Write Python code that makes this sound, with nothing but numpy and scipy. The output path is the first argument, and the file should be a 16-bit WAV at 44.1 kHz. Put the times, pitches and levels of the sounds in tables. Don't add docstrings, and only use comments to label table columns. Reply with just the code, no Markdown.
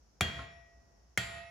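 import sys
import numpy as np
from scipy import signal
from scipy.fft import rfft, irfft, next_fast_len
from scipy.io import wavfile
from scipy.ndimage import uniform_filter1d, minimum_filter1d, map_coordinates

SR = 44100
rng = np.random.default_rng(int(sys.argv[2]) if len(sys.argv) > 2 else 0)


def wav_out(sig):
    wavfile.write(sys.argv[1], SR, np.round(np.clip(np.atleast_2d(sig).T, -1, 1) * 32767).astype(np.int16))


N = 66150

# f/Hz, level/dB
CRACK_EQ = [(30, -42.5), (100, -21), (350, -9.5), (700, -4.5), (1100, -13), (1600, -3.5), (2200, -8),
            (3300, -4.5), (4500, -13), (7000, -7), (9000, -17.5), (10500, -7), (13000, -22), (15500, -19.5)]
# f/Hz, left-right correlation
CRACK_IMAGE = [(200, .95), (2000, 0.19), (5000, 1), (9000, -.35)]
# ratio to its pitch, level/dB, t60/s
STICK_MODES = [(.87, -6, .03), (1.03, 5, 0.021), (1.17, -7, 0.018), (1.58, -9.5, .03)]
def crack(t, pitch_hz):
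    snap = struck(t, 0.00053, 0.015)
    fibres = amp(-13.5) * struck(t, 0.004, 0.095)
    note = [(pitch_hz * ratio, db, t60) for ratio, db, t60 in STICK_MODES]
    return noise(CRACK_EQ, CRACK_IMAGE) * (snap + fibres) + modes(t, note, rise=0.0008)


# f/Hz, level/dB, t60/s
HOLLOW_MODES = [(392, -9, 0.051), (731, -4, 0.052), (1218, -0.5, 0.022), (1370, 3, 0.021)]
def stick_body(t):
    return modes(t, HOLLOW_MODES, rise=0.0011)


# f/Hz, level in blow one/dB, level in blow two/dB, t60/s
FRAME_MODES = [(678.5, -44, -43, 1.35), (1252, -55, -47, .9), (1433, -54, -32, .35), (1590, -39, -50, .38),
               (1877, -42, -35, .65), (1921, -42, -45, 1.15), (2045, -51, -43, .55), (2150, -58, -49, 1.1),
               (2359, -43, -43, .7), (2425, -45, -49, .75), (2617, -59, -48, 1.1), (2798, -39, -53, .38),
               (3243, -30, -48, .42), (3275, -42, -35, .25), (3332, -34, -49, .5), (4080, -62, -56, .8),
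               (4354, -43, -45, .45), (4534, -51, -49, .5), (4814, -53, -51, .55), (5550, -60, -62, 1.2),
               (6228, -52, -62, .5), (6967, -52, -57, .55), (7025, -52, -45, .48), (7095, -47, -44, .3),
               (7526, -62, -44, .45), (7993, -57, -59, .42), (8522, -52, -64, .25), (10322, -65, -54, .8)]
def frame_ring(t, blow):
    beat_hz, twin_gain, pan_spread_db = 4.5, 0.67, 4.5
    out = np.zeros((2, N))
    for hz, *levels_db, t60 in FRAME_MODES:
        phase, left_phase, right_phase, detune = rng.random(4)
        pan = amp(pan_spread_db * rng.normal() * np.array([[0.5], [-0.5]]))
        main = pan * np.sin(2 * np.pi * (hz * t + phase))
        twin_hz = hz + beat_hz * (0.5 + detune)
        twin = np.sin(2 * np.pi * (twin_hz * t + np.array([[left_phase], [right_phase]])))
        out += amp(levels_db[blow]) * struck(t, 0.0021, t60) * (main + twin_gain * twin)
    return out


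# f/Hz, level/dB
WASH_EQ = [(40, -30.5), (120, -10), (250, -3), (500, -6), (1000, -5.5), (2000, 1.5), (2750, -3),
           (3300, -1.5), (4200, -8), (5800, -14), (7300, -11), (9000, -27.5), (11000, -16.5), (15500, -31)]
# f/Hz, left-right correlation
WASH_IMAGE = [(100, 0.88), (300, .7), (600, 0.18), (2000, -0.081), (4500, .45), (9000, -.1)]
# f/Hz, t60/s
WASH_DECAY = [(200, 0.42), (700, 0.71), (2000, 0.59), (4000, 0.57), (8000, 0.45), (15000, 0.35)]
def steel_wash(t, tilt_db, stretch):
    crowd = noise(WASH_EQ, WASH_IMAGE, tilt_db, spread_db=6)
    hz, slice_s, bands = signal.stft(crowd, SR, nperseg=256)
    age = np.interp(slice_s, np.arange(N) / SR, t)
    t60 = stretch * along(WASH_DECAY, hz)[:, None]
    _, tail = signal.istft(bands * fade(age, t60), SR, nperseg=256)
    attack = 1 - np.exp(-t / 0.005)
    early_lift = 1 + amp(-9.5) * fade(t, 0.12)
    return tail[:, :N] * attack * early_lift


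# f/Hz, level/dB, t60/s
STAND_MODES = [(111.3, -10.5, 0.41), (189, -6, 0.14)]
# f/Hz, level/dB
BOOM_EQ = [(25, -29), (48, -9), (65, 7.5), (120, 0.5), (190, -5), (260, -23), (600, -68)]
def floor_thump(t):
    start_hz, end_hz, drop_s = 275.7, 74, 0.0082
    hz = end_hz + (start_hz - end_hz) * np.exp(-t / drop_s)
    attack = (1 - np.exp(-t / 0.011)) ** 2
    push = np.sin(2 * np.pi * np.cumsum(hz * (t > 0)) / SR) * attack * fade(t, 0.085)
    stand = sum(amp(db) * struck(t, 0.0068, t60) * np.sin(2 * np.pi * f * t)
                for f, db, t60 in STAND_MODES)
    boom = noise(BOOM_EQ, image=[(100, 0.96)]) * struck(t, rise=0.0027, t60=0.7)
    return amp(11) * push + stand + amp(-13.5) * boom


# f/Hz, level/dB, t60/s
KNOCK_MODES = [(265, -13, 0.17), (1075, -9, .3), (1295, -3.5, 0.076), (1386, -4.5, 0.11),
               (1520, -17, 0.039), (1790, -14, 0.057)]
# f/Hz, level/dB
TICK_EQ = [(60, -36), (250, -9.5), (700, -7.5), (1400, -5.5), (2200, -11), (6000, -31), (12000, -72)]
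def settling_knock(t):
    tick = noise(TICK_EQ, WASH_IMAGE) * struck(t, 0.00082, 0.105)
    return amp(-0.5) * modes(t, KNOCK_MODES, rise=0.00033) + amp(-4.5) * tick


# f/Hz, level/dB
RUMBLE_EQ = [(20, -25), (40, -26.5), (58, 4), (80, -17.5), (150, -20), (300, -24.5), (700, -26.5),
             (1500, -36), (4000, -65)]
# f/Hz, level/dB
HISS_EQ = [(300, -15.5), (1500, -4), (3600, -10.5), (4600, -6), (5400, 3.5), (6500, -1.5), (8500, -21),
           (11500, -16.5), (14000, -27.5)]
# f/Hz, left-right correlation
BED_IMAGE = [(60, 1), (300, 0.31), (1000, 0.1), (6000, 0.064)]
def background():
    points_per_s = 7
    points = rng.standard_normal(int(N * points_per_s / SR) + 4)
    swell_db = 1.8 * map_coordinates(points, [np.arange(N) * points_per_s / SR])
    rumble = amp(-64.5 + swell_db) * noise(RUMBLE_EQ, BED_IMAGE)
    return rumble + amp(-75) * noise(HISS_EQ, BED_IMAGE)


def amp(db):
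    return 10 ** (np.asarray(db) / 20)


def along(points, hz):
    f, values = np.transpose(points)
    return np.interp(np.log(hz + 1), np.log(f + 1), values)


def since(cue_s):
    return np.maximum(np.arange(N) / SR - cue_s, 0)


def fade(t, t60):
    return amp(-60 * t / t60)


def struck(t, rise, t60):
    return (1 - np.exp(-t / rise)) * fade(t, t60)


def modes(t, rows, rise):
    return sum(amp(db) * struck(t, rise, t60) * np.sin(2 * np.pi * (hz * t + rng.random()))
               for hz, db, t60 in rows)


def filtered(x, response):
    size = next_fast_len(N + SR // 2)
    return irfft(rfft(x, size) * response(np.fft.rfftfreq(size, 1 / SR)), size)[..., :N]


def noise(eq, image, tilt_db=0, spread_db=0):
    def response(hz):
        width = np.arccos(np.clip(along(image, hz), -1, 1)) / 2
        scatter_db = spread_db * np.minimum(rng.standard_normal(len(hz)), np.e)
        db = along(eq, hz) + tilt_db * np.log2(hz + 1) + scatter_db
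        return amp(db) * [np.cos(width), np.sin(width)]
    mid, side = filtered(rng.standard_normal((2, N)), response)
    stereo = np.array([mid + side, mid - side])
    return stereo / np.sqrt(np.mean(stereo ** 2) + 1e-20)


def limiter(x):
    threshold_db, hold_s, release_db_per_s = -22.5, 0.11, 56
    power = np.abs(uniform_filter1d(np.mean(x ** 2, axis=0), size=176))
    duck_db = np.minimum(0, threshold_db - 10 * np.log10(power + 1e-12))
    hold = int(hold_s * SR)
    held_db = minimum_filter1d(duck_db, hold, origin=(hold - 1) // 2, mode="nearest")
    climb_db = release_db_per_s * np.arange(N) / SR
    gain_db = np.minimum.accumulate(held_db - climb_db) + climb_db
    return x * amp(uniform_filter1d(gain_db, size=88))


# t/s, crack level/dB, stick pitch/Hz, body level/dB, thump level/dB,
# wash level/dB, wash tilt/(dB per octave), wash decay stretch
BLOW_CUES = [(.2088, -15.5, 2271, -18, -18, -29.5, -1.5, 1.035),
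             (1.175, -15, 2051, -30.5, -25.5, -32.5, 0.27, 1.088)]
# t/s, level/dB
KNOCK_CUES = [(.39, -38.5)]
def scene():
    out = background()
    for blow, cue in enumerate(BLOW_CUES):
        cue_s, crack_db, pitch_hz, body_db, thump_db, wash_db, tilt_db, stretch = cue
        t = since(cue_s)
        out += amp(crack_db) * crack(t, pitch_hz)
        out += amp(body_db) * stick_body(t)
        out += amp(thump_db) * floor_thump(t)
        out += amp(wash_db) * steel_wash(t, tilt_db, stretch)
        out += frame_ring(t, blow)
    for cue_s, db in KNOCK_CUES:
        out += amp(db) * settling_knock(since(cue_s))
    return out


def record(dry):
    low_cut_hz, high_cut_hz = 32, 16000
    low_cut = signal.butter(2, low_cut_hz, "highpass", fs=SR, output="sos")
    thinned = signal.sosfilt(low_cut, limiter(dry))
    return filtered(thinned, lambda hz: 1 / (1 + (hz / high_cut_hz) ** 80))


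dry = scene()
out = record(dry)
wav_out(out)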